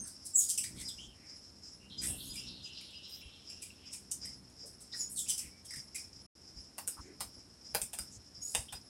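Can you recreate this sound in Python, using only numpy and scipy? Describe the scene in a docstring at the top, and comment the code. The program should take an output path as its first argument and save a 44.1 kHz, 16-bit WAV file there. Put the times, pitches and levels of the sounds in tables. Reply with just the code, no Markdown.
"""On a wooden porch, hummingbirds squabble round the feeders: harsh chips as swept, roughened harmonics, trembling
peeps, thin whistles and a very short tick as gliding tones, wings as pulses and noise that hum past or whirr
briefly at the clashes, and the clashes as ringing dry snaps. In the grass insects throb in step as bands of noise
with rising tones, and a near cricket chirps. A songbird repeats a phrase of quick glides from the trees, soft thumps
of low rumble reach the microphone, narrow noise swells over still air, and everything falls silent for an instant."""
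import sys
import numpy as np
from scipy import signal
from scipy.fft import rfft, irfft
from scipy.io import wavfile
from scipy.ndimage import uniform_filter1d

SR = 44100
rng = np.random.default_rng(int(sys.argv[2]) if len(sys.argv) > 2 else 0)


def output_pcm(signal):
    """Save a mono or channel-first signal as 16-bit PCM at the path in sys.argv[1].

    Samples are clipped to [-1, 1] before scaling.
    """
    pcm = np.clip(np.atleast_2d(signal).T, -1, 1) * 32767
    wavfile.write(sys.argv[1], SR, np.round(pcm).astype(np.int16))


N = 392037
TIME = np.arange(N) / SR
CUTOFF_HZ = 15900  # top of the audible band in this scene


def from_db(db):
    """Decibels to amplitude gain."""
    return 10 ** (np.asarray(db) / 20)


def rms_one(x):
    """Scale to unit rms."""
    return x / np.sqrt(np.mean(x ** 2) + 1e-20)


def at_hz(points, hz):
    """Gain of a colour curve at given frequencies, joined in dB over log frequency."""
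    known_hz, db = np.transpose(points)
    return from_db(np.interp(np.log(hz + 1e-9), np.log(known_hz), db))


def coloured(x, points):
    """Filter a steady sound to a colour curve; rms 1, so only the shape of the curve counts."""
    spectrum = rfft(x, 2 * N) * at_hz(points, np.fft.rfftfreq(2 * N, 1 / SR))
    return rms_one(irfft(spectrum)[:N])


def noise():
    """White noise for the whole scene."""
    return rng.standard_normal(N)


def drift(rate):
    """Random curve with this many new values per second, joined by straight lines; rms 1."""
    return rms_one(np.interp(TIME * rate, np.arange(N), noise()))


def add(out, start_s, sound):
    """Mix a sound in at a time."""
    at = int(np.clip(round(start_s * SR), 0, N))
    out[at:at + len(sound)] += sound[:N - at]


def glide(length_s, start_hz, end_hz):
    """Pitch curve and swell of one note."""
    u = np.linspace(0, 1, max(int(length_s * SR), 16))
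    pitch_hz = start_hz * (end_hz / start_hz) ** u
    return pitch_hz, np.sqrt(np.abs(np.sin(np.pi * u)))


def excerpt(curve, start_s, length):
    """The stretch of a curve that lies under one note."""
    return curve[int(start_s * SR):][:length]


def phase_of(pitch_hz):
    """Running phase of a pitch curve, in radians."""
    return 2 * np.pi * np.cumsum(pitch_hz) / SR


def tail(t60_s, build_s):
    """Scattered echoes that build up and die away; energy 1."""
    t = TIME[:SR]
    echoes = rng.standard_normal(SR) * from_db(-60 * t / t60_s) * (1 - np.exp(-t / build_s))
    return echoes / np.linalg.norm(echoes)


def porch(x, ceiling_db, near_db, near_t60_s, late_db):
    """Direct sound, a ceiling bounce, the ring of the porch and a later, softer return from the garden; energy 1."""
    response = from_db(near_db) * tail(near_t60_s, 0.001) + from_db(late_db) * tail(0.21, 0.027)
    response[0] += 1
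    add(response, 0.0046, from_db([ceiling_db]))
    return signal.fftconvolve(x, response / np.linalg.norm(response))[:len(x)]


# hummingbird chips: start_s [s], length_s [s], start_hz [Hz], end_hz [Hz],
# level_db [dB before swell, porch and final lift], roughness [0 clean, about 1 harsh]
CHIP_CALLS = [(0.001, 0.055, 8920, 8430, -51.5, 0.07), (0.052, 0.051, 4900, 4410, -52, 0.77),
              (0.245, 0.03, 5300, 4760, -44.5, 0.77), (0.36, 0.059, 7370, 6510, -32.5, 0.37),
              (0.393, 0.064, 3920, 3535, -41.5, 1.2), (0.482, 0.039, 4350, 2684, -35.5, 1.17),
              (0.574, 0.016, 3275, 2534, -32.5, 0.4), (0.636, 0.011, 2700, 1877, -38, 0.7),
              (0.741, 0.062, 1980, 2420, -59, 0.54), (0.784, 0.055, 2190, 2060, -50.5, 0.9),
              (0.872, 0.032, 5070, 2950, -50.5, 0.4), (2.011, 0.053, 1584, 1826, -42.5, 0.81),
              (2.019, 0.11, 8290, 8570, -42.5, 0.46), (2.204, 0.24, 3200, 3680, -59, 0.33),
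              (2.33, 0.053, 2636, 2170, -52.5, 0.27), (2.804, 0.014, 2870, 2040, -56, 0),
              (2.905, 0.0053, 3000, 2320, -55, 0.5), (3.095, 0.0075, 9100, 8600, -57, 0.15),
              (3.489, .03, 2510, 2490, -60, 0.24), (3.616, 0.024, 2800, 2253, -46, 0.48),
              (3.923, 0.032, 2984, 2190, -48, 0.72), (4.244, 0.021, 2203, 1980, -51, 0.51),
              (4.497, 0.0067, 3530, 3120, -61, 0.28), (4.654, 0.033, 5200, 4760, -55.5, 0.82),
              (4.8, 0.029, 4740, 4020, -53.5, 0.9), (4.934, 0.12, 5260, 4860, -54, 0.46),
              (5.087, 0.063, 8700, 8300, -49, 0.7), (5.152, 0.07, 4780, 3170, -41, .45),
              (5.276, 0.039, 3206, 2873, -35.5, 0.67), (5.372, 0.028, 3600, 2220, -41.5, 0.86),
              (5.642, 0.033, 3400, 3140, -56.5, 0.65), (5.703, 0.014, 2280, 1860, -52, 0.35),
              (5.732, 0.0157, 2166, 1744, -51.5, 0.46), (5.755, 0.017, 2280, 2020, -51.5, 0.65),
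              (5.943, 0.029, 2723, 2155, -44, 0.47), (8.394, 0.26, 5180, 5000, -53, 0.68)]
# voice colour of a chip: pitch_hz [Hz], level_db [dB, relative]
CHIP_TONE = [(1200, -41.5), (1900, 4), (3000, -12), (4200, -9.5), (5400, -2), (7100, -3.5), (8100, 6.5),
             (9200, 2), (10800, -2.5), (13000, -16), (16000, -21)]


def chips(jitter=0.0886, flutter_db=10.0, hiss=1.0):
    """A fast sweep of harmonics; an unsteady syrinx smears it, and rough chips carry hiss above the pitch."""
    out, wobble, flutter = np.zeros(N), drift(2600), np.tanh(drift(700))
    turbulence = coloured(noise(), CHIP_TONE)
    for start_s, length_s, start_hz, end_hz, level_db, rough in CHIP_CALLS:
        hz, swell = glide(length_s, start_hz, end_hz)
        phase = phase_of(hz * (1 + jitter * rough * excerpt(wobble, start_s, len(hz))))
        voice = np.zeros(len(hz))
        for k in range(1, 9):
            audible = k * hz < CUTOFF_HZ
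            voice += at_hz(CHIP_TONE, k * hz) * audible * np.sin(k * phase) / k ** 0.1
        highpass = signal.butter(6, max(start_hz, end_hz), "high", fs=SR, output="sos")
        rasp = signal.sosfilt(highpass, excerpt(turbulence, start_s, len(hz)))
        call = rms_one(voice) + 2 * hiss * rough * rms_one(rasp)
        call = rms_one(call * from_db(flutter_db * excerpt(flutter, start_s, len(hz))))
        add(out, start_s, from_db(level_db) * swell ** 2 * call)
    return from_db(6.5) * porch(out, ceiling_db=-11.5, near_db=2.0, near_t60_s=0.27, late_db=-13)


# low peeps: start_s [s], length_s [s], start_hz [Hz], end_hz [Hz],
# level_db [dB before swell, porch and final lift]
PEEP_CALLS = [(0.88, 0.037, 4180, 3030, -48), (0.981, 0.035, 2840, 3230, -48),
              (1.01, 0.051, 3156, 3250, -51.5), (1.076, 0.064, 3210, 2950, -61),
              (1.798, 0.096, 2680, 2870, -64.5), (3.703, 0.0064, 2750, 2600, -50),
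              (4.923, 0.021, 3250, 5220, -47.5), (4.936, 0.015, 2040, 1640, -48),
              (5.175, 0.025, 3690, 3210, -46), (5.259, 0.0252, 2380, 3310, -55),
              (5.291, .035, 3450, 3060, -45), (5.502, 0.118, 2180, 2400, -70),
              (5.708, 0.016, 2104, 1870, -55), (5.737, 0.018, 1980, 1690, -55),
              (5.764, 0.018, 2120, 1750, -58), (5.948, 0.012, 2380, 2010, -49),
              (8.683, 0.018, 3340, 3020, -47.5)]


def peeps(waver=0.052):
    """Short gliding tones with a trembling pitch and no overtones."""
    out, tremble = np.zeros(N), drift(1200)
    for start_s, length_s, start_hz, end_hz, level_db in PEEP_CALLS:
        hz, swell = glide(length_s, start_hz, end_hz)
        hz = hz * (1 + waver * excerpt(tremble, start_s, len(hz)))
        add(out, start_s, from_db(level_db) * swell * np.sin(phase_of(hz)))
    return from_db(3.0) * porch(out, ceiling_db=-26, near_db=-4.0, near_t60_s=0.12, late_db=-7.5)


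# whistles, and one very short falling tick (at 4.113 s): start_s [s], length_s [s], start_hz [Hz], end_hz [Hz],
# level_db [dB before swell, porch and final lift]
THIN_NOTES = [(0, 0.0043, 6250, 6380, -42), (0.335, 0.015, 7760, 7460, -44),
              (0.349, 0.0055, 7680, 7600, -30), (0.354, 0.0099, 7200, 6450, -37),
              (0.357, 0.0049, 7950, 7510, -23), (4.113, 0.0035, 8000, 4970, -39),
              (4.979, 0.019, 6920, 7060, -48), (4.999, 0.017, 7080, 6650, -37.5),
              (8.415, 0.052, 6680, 6940, -45)]


def whistles_and_tick(octave_db=-29):
    """Nearly pure gliding notes with a faint octave; the shortest is heard as a tick."""
    out = np.zeros(N)
    for start_s, length_s, start_hz, end_hz, level_db in THIN_NOTES:
        hz, swell = glide(length_s, start_hz, end_hz)
        phase = phase_of(hz)
        tone = rms_one(np.sin(phase) + from_db(octave_db) * np.sin(2 * phase))
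        add(out, start_s, from_db(level_db) * swell * tone)
    return from_db(8.5) * porch(out, ceiling_db=1.0, near_db=4.0, near_t60_s=0.21, late_db=-8.5)


# swells of the wing hum, birds passing and short low whirrs at the clashes:
# peak_s [s], hum_db [dB], half_s [s from the peak to half the amplitude]
WING_SWELLS = [(.01, -51, 0.033), (.78, -51, 0.077), (1.03, -57, 0.057), (2.1, -46.5, 0.09),
               (2.33, -54.5, 0.063), (2.52, -54.5, 0.1), (4.3, -59, 0.22), (5.17, -62, 0.3),
               (7.215, -56, 0.012), (7.38, -52.5, 0.01), (7.76, -51.5, .02), (8.56, -52, 0.015)]
# colour of the wing hum: pitch_hz [Hz], level_db [dB per Hz, relative]
WING_TONE = [(24, -28.5), (40, -5), (62, -0.5), (112, -0.5), (145, -3), (188, 0), (300, -6.5), (453, -19.5),
             (724, -28.5), (909, -23), (1350, -31), (1500, -20.5), (1950, -76)]
HOVER_DB = -65.5  # birds hovering at the feeders


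def wings(beat_hz=65, swerve=0.05, swish=1.0):
    """Each stroke pushes a puff of air; the wandering hum swells as birds pass and whirrs briefly at the clashes."""
    phase = phase_of(beat_hz * (1 + swerve * drift(6.4)))
    strokes = rms_one(sum(np.cos(k * phase) for k in range(1, 13)))
    hum = coloured(strokes, WING_TONE) + swish * coloured(noise(), WING_TONE)
    power = np.full(N, from_db(HOVER_DB) ** 2)
    for peak_s, hum_db, half_s in WING_SWELLS:
        weakening = 1 + ((TIME - peak_s) / half_s) ** 2
        power += (from_db(hum_db) / weakening) ** 2
    return np.sqrt(power) * rms_one(hum)


# snaps: contact_s [s], level_db [dB drive before porch and final lift],
# body_db [dB added to the modes below body_edge_hz], ring_db [dB of porch ring against the direct sound]
SNAP_HITS = [(4.1153, -24.5, -22, 4), (6.782, -24.5, -2.5, 6.5), (6.8764, -23, -10, 4),
             (7.2063, -22.5, -2.5, 6.5), (7.7482, -15.5, -2, 3), (7.8165, -22, -9.5, 4),
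             (7.9326, -21, -8.5, 8), (7.9879, -25, -6.5, 1), (8.5497, -15, -3, 0),
             (8.7252, -26.5, -2.5, 10)]
# what a snap rings with: pitch_hz [Hz], width_hz [Hz], level_db [dB, relative]
SNAP_RESONANCES = [(477, 68, 3.5), (800, 350, -0.5), (1430, 260, -1.5), (2560, 1000, -4.5), (3750, 270, -1),
                   (4900, 350, -2.5), (8650, 1460, 5), (10960, 12700, -5.5)]
GRAZE_LEAD_S = 0.0049  # the graze comes this long before the contact


def snaps(body_edge_hz=6000, vary_db=3.0, top_hz=11000, graze_db=-18):
    """Graze, sharp contact and quick rebound ring broad modes, whose levels vary as each clash hits a new spot."""
    out = np.zeros(N)
    soften = signal.butter(1, top_hz, fs=SR, output="sos")
    for contact_s, level_db, body_db, ring_db in SNAP_HITS:
        contact, ringing = np.full(SR // 2, 1e-18), np.zeros(SR // 2)
        add(contact, 0, from_db([graze_db]))
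        add(contact, GRAZE_LEAD_S, [1])
        add(contact, GRAZE_LEAD_S + rng.uniform(0.00071, 0.0014), from_db([-7]))  # rebound
        for k, (hz, width_hz, mode_db) in enumerate(SNAP_RESONANCES):
            r = np.exp(-np.pi * width_hz / SR)
            poles = [1, -2 * r * np.cos(2 * np.pi * hz / SR), r * r]
            mode = signal.lfilter([1, 0, -1], poles, contact) * (1 - r * r) / 2
            drive_db = level_db + mode_db + body_db * (hz < body_edge_hz) + vary_db * rng.standard_normal()
            ringing += (-1) ** k * from_db(drive_db) * mode  # alternate signs
        ringing = signal.sosfilt(soften, ringing)
        heard = porch(ringing, ceiling_db=-2.5, near_db=ring_db, near_t60_s=0.17, late_db=-7)
        add(out, contact_s - GRAZE_LEAD_S, heard)
    return from_db(21.5) * out


# two bouts of chirping in step: first_s [s], last_s [s, upper limit], period_s [s]
CHORUS_BOUTS = [(.195, 6.2, .3685), (6.585, 8.8, .359)]


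def beats():
    """Times at which the insects chirp in step."""
    return np.concatenate([np.arange(first_s, last_s, period_s) for first_s, last_s, period_s in CHORUS_BOUTS])


# strength of the chirps in step: time_s [s], level_db [dB before flicker]
CHORUS_STRENGTH = [(0, -63.5), (1.7, -53), (2.4, -51), (3.3, -55), (4.2, -48), (4.65, -50.5), (5.3, -48),
                   (5.75, -49), (6.1, -81), (6.6, -51.5), (7.3, -60), (7.7, -54), (8.4, -52.5), (8.8, -65)]
# chirps out of step: peak_s [s], level_db [dB before flicker]
LOOSE_CHIRPS = [(.11, -60), (.26, -56), (.875, -49.5), (1.32, -57), (1.45, -59), (3.069, -55),
                (3.49, -55.5), (3.619, -74), (4.955, -45.5), (5.3, -47.5), (5.79, -55.5), (5.99, -52.5),
                (6.175, -56), (6.47, -58.5), (7.37, -61.5)]
# colour of the chorus: pitch_hz [Hz], level_db [dB per Hz, relative]
CHORUS_TONE = [(3900, -34.5), (4650, -29), (4950, -10), (5200, -5), (5550, -7), (5850, -17.5),
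               (6200, -23.5), (7400, -25), (8500, -31.5), (12000, -56)]
CHIRP_RISE_S, CHIRP_FALL_S = 0.029, 0.063
FAR_INSECTS_DB = -63  # the steady bed between chirps, before flicker
# a rising tone centred on each chirp, its level relative to the chirp
SLUR_S, SLUR_START_HZ, SLUR_END_HZ, SLUR_DB = 0.07, 4770, 5070, -3


def insects(flicker_db=2.5, lisp_db=-69, lisp_hz=10020, lisp_width_hz=70):
    """Many stridulating wings merge into a band throbbing with slurred chirps; one insect lisps higher, evenly."""
    in_step = [(s, np.interp(s, *np.transpose(CHORUS_STRENGTH))) for s in beats()]
    power, slurs = np.full(N, from_db(FAR_INSECTS_DB) ** 2), np.zeros(N)
    hz, swell = glide(SLUR_S, SLUR_START_HZ, SLUR_END_HZ)
    slur = swell * np.sin(phase_of(hz))
    for peak_s, level_db in in_step + list(LOOSE_CHIRPS):
        near = slice(max(int((peak_s - 0.5) * SR), 0), int((peak_s + 0.5) * SR))
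        t = TIME[near] - peak_s
        width_s = np.where(t < 0, CHIRP_RISE_S, CHIRP_FALL_S)
        power[near] += from_db(level_db) ** 2 * np.exp(-(t / width_s) ** 2)
        add(slurs, peak_s - SLUR_S / 2, from_db(level_db + SLUR_DB) * slur)
    chorus = np.sqrt(power) * coloured(noise(), CHORUS_TONE) + slurs
    chorus = chorus * from_db(flicker_db * drift(60))
    pulse = np.cos(np.pi * (TIME - 0.255) / 0.374) ** 24  # one lisp every 0.374 s
    lisp = np.sin(phase_of(lisp_hz + lisp_width_hz * drift(300)))
    return chorus + from_db(lisp_db) * pulse * rms_one(lisp)


# cricket chirps: start_s [s], level_db [dB before swell, tremble, echo and final lift]
CRICKET_CHIRPS = [(.08, -63), (.46, -56), (.645, -51.5), (.86, -45), (1.32, -61), (1.975, -46), (2.29, -51),
                  (2.355, -46), (2.48, -52.5), (2.63, -48), (2.755, -55), (2.95, -53.5), (3.12, -51),
                  (3.62, -58), (4.26, -50), (4.605, -52), (5.76, -54), (7.98, -50.5), (8.74, -51)]


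def crickets(length_s=0.041, pitch_hz=4955, waver=0.006, tremble_db=2.0):
    """One near cricket gives short, slightly trembling chirps, with a light echo."""
    out, wobble = np.zeros(N), drift(200)
    for start_s, level_db in CRICKET_CHIRPS:
        hz, swell = glide(length_s, pitch_hz, pitch_hz)
        hz = hz * (1 + waver * excerpt(wobble, start_s, len(hz)))
        add(out, start_s, from_db(level_db) * swell ** 2 * np.sin(phase_of(hz)))
    out = out * from_db(tremble_db * drift(120))
    echo = signal.fftconvolve(out, tail(0.29, 0.0068))[:N]
    return from_db(5.5) * (out + from_db(-7) * echo)


# notes of the song phrase: delay_s [s into the phrase], length_s [s], start_hz [Hz], end_hz [Hz],
# level_db [dB relative to the phrase]
SONG_PHRASE = [(.004, 0.0085, 4634, 2894, 2.5), (0.012, 0.01106, 2964, 4710, 3),
               (0.025, 0.0101, 4790, 2900, 9), (.05, 0.01, 2920, 4780, -8.5),
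               (0.102, .015, 4200, 2900, -6.5), (.14, 0.01465, 2980, 4070, 1),
               (.18, 0.0425, 2739, 3095, 1.5)]
SONG_START_S, PHRASE_PERIOD_S = 1.895, 0.283
SONG_DB = -49  # phrase level before the direct and echo gains
SONG_GROWS_DB_PER_S, SONG_FULL_AT_S = 13, 1.97  # it starts softly
SONG_FADES_AT_S, SONG_FADE_DB_PER_S = 2.855, 22  # and fades towards the end


def songbird(waver=0.066, direct_db=-5, echo_db=1.0, count=7):
    """A far, trilled song that repeats evenly, blurred by echoes from the wood it comes from."""
    notes, waves = np.zeros(N), drift(500)
    for phrase_s in SONG_START_S + PHRASE_PERIOD_S * np.arange(count):
        growth_db = SONG_GROWS_DB_PER_S * max(SONG_FULL_AT_S - phrase_s, 0)
        fade_db = SONG_FADE_DB_PER_S * max(phrase_s - SONG_FADES_AT_S, 0)
        phrase_db = SONG_DB - growth_db - fade_db
        for delay_s, length_s, start_hz, end_hz, level_db in SONG_PHRASE:
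            hz, swell = glide(length_s, start_hz, end_hz)
            hz = hz * (1 + waver * excerpt(waves, phrase_s, len(hz)))
            add(notes, phrase_s + delay_s, from_db(phrase_db + level_db) * swell * np.sin(phase_of(hz)))
    echo = signal.fftconvolve(notes, tail(1.0, 0.0011))[:N]
    return from_db(direct_db) * notes + from_db(echo_db) * echo


# soft low thumps: start_s [s], level_db [dB before the trim]
THUMP_HITS = [(0.73, -44), (1.069, -47), (2.291, -46), (2.605, -60), (3.245, -48), (4.357, -55),
              (5.432, -46.5), (5.76, -45), (6.154, -49), (6.553, -46.5), (6.982, -43), (7.236, -48),
              (7.805, -45.5), (7.986, -44.5), (8.152, -48.5), (8.369, -49.5), (8.575, -42.5),
              (8.723, -47.5)]
# colour of a thump: pitch_hz [Hz], level_db [dB per Hz, relative]
THUMP_TONE = [(15, -24), (30, -22), (55, 1), (90, -3), (150, -12), (300, -17), (800, -56)]


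def thumps(rise_s=0.021, trim_db=-6):
    """Dull bumps on the hand-held microphone: low rumble that swells quickly and dies."""
    strength, u = np.zeros(N), TIME[:SR // 2] / rise_s
    swell = (u * np.exp(1 - u)) ** 2
    for start_s, level_db in THUMP_HITS:
        add(strength, start_s, from_db(level_db + trim_db) * swell)
    return strength * coloured(noise(), THUMP_TONE)


# faint swells of narrow noise, heard as rustle, insect hiss and blurred far calls:
# start_s [s], length_s [s], centre_hz [Hz], level_db [dB before swell]
NOISE_SWELLS = [(0.011, 0.12, 1510, -68.5), (.75, .1, 3820, -54.5), (0.962, 0.14, 6350, -59),
                (1.095, 0.34, 2100, -68.5), (1.596, .16, 6500, -63), (1.966, .08, 6350, -53),
                (2.034, 0.17, 654, -62.5), (2.099, 0.25, 10600, -52.5), (2.613, 0.11, 6600, -58.5),
                (3.06, 0.18, 13800, -61), (3.78, 0.18, 2870, -63), (3.891, 0.12, 7200, -55),
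                (4.611, 0.091, 500, -61), (5.376, 0.15, 2320, -61.5), (6.961, 0.058, 1110, -53.5),
                (6.969, 0.15, 6100, -63), (6.991, .2, 1970, -67.5), (7.025, 0.16, 320, -56),
                (8.095, 0.1, 6700, -54)]


def faint_swells(width=0.18):
    """Faint swells of band-passed noise: rustle, insect hiss and blurred far calls."""
    out = np.zeros(N)
    for start_s, length_s, centre_hz, level_db in NOISE_SWELLS:
        edges_hz = centre_hz * np.exp([-width, width])
        bandpass = signal.butter(2, edges_hz, "band", fs=SR, output="sos")
        band = signal.sosfilt(bandpass, rng.standard_normal(SR))
        swell = signal.windows.tukey(int(length_s * SR), 0.8)
        settled = rms_one(band[-len(swell):])  # the end, where the filter has settled
        add(out, start_s, from_db(level_db) * swell * settled)
    return out


# colour of the still air: pitch_hz [Hz], level_db [dB per Hz, relative]
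AIR_TONE = [(15, -11.5), (25, -48), (87, 13), (141, -13.5), (242, 3.5), (531, -5), (1020, -10.5),
            (3720, -17), (4610, -10.5), (5280, -17.5), (6210, -17), (10100, -15), (11600, -19.5),
            (13200, -43.5), (16000, -55.5)]


def still_air(level_db=-64):
    """Steady coloured noise: the still air of the garden."""
    return from_db(level_db) * coloured(noise(), AIR_TONE)


def scene():
    """Birds and insects over the still air of the garden."""
    porch_birds = chips() + peeps() + whistles_and_tick() + wings() + snaps()
    garden = insects() + crickets() + songbird()
    background = thumps() + faint_swells() + still_air()
    return (porch_birds + garden + background)[None]


# the instant of silence: start_s [s], end_s [s]
SILENT_INSTANT = (6.264, 6.353)


def record(dry):
    """Everything drops out briefly with softened edges, and the treble above the cutoff is removed."""
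    start_s, end_s = SILENT_INSTANT
    sounding = 1.0 * ((TIME < start_s) | (TIME > end_s))
    gate = uniform_filter1d(sounding, size=128)
    lowpass = signal.ellip(10, 0.1, 80, CUTOFF_HZ, fs=SR, output="sos")
    return signal.sosfilt(lowpass, dry * gate)


dry = scene()
out = record(dry)
output_pcm(out)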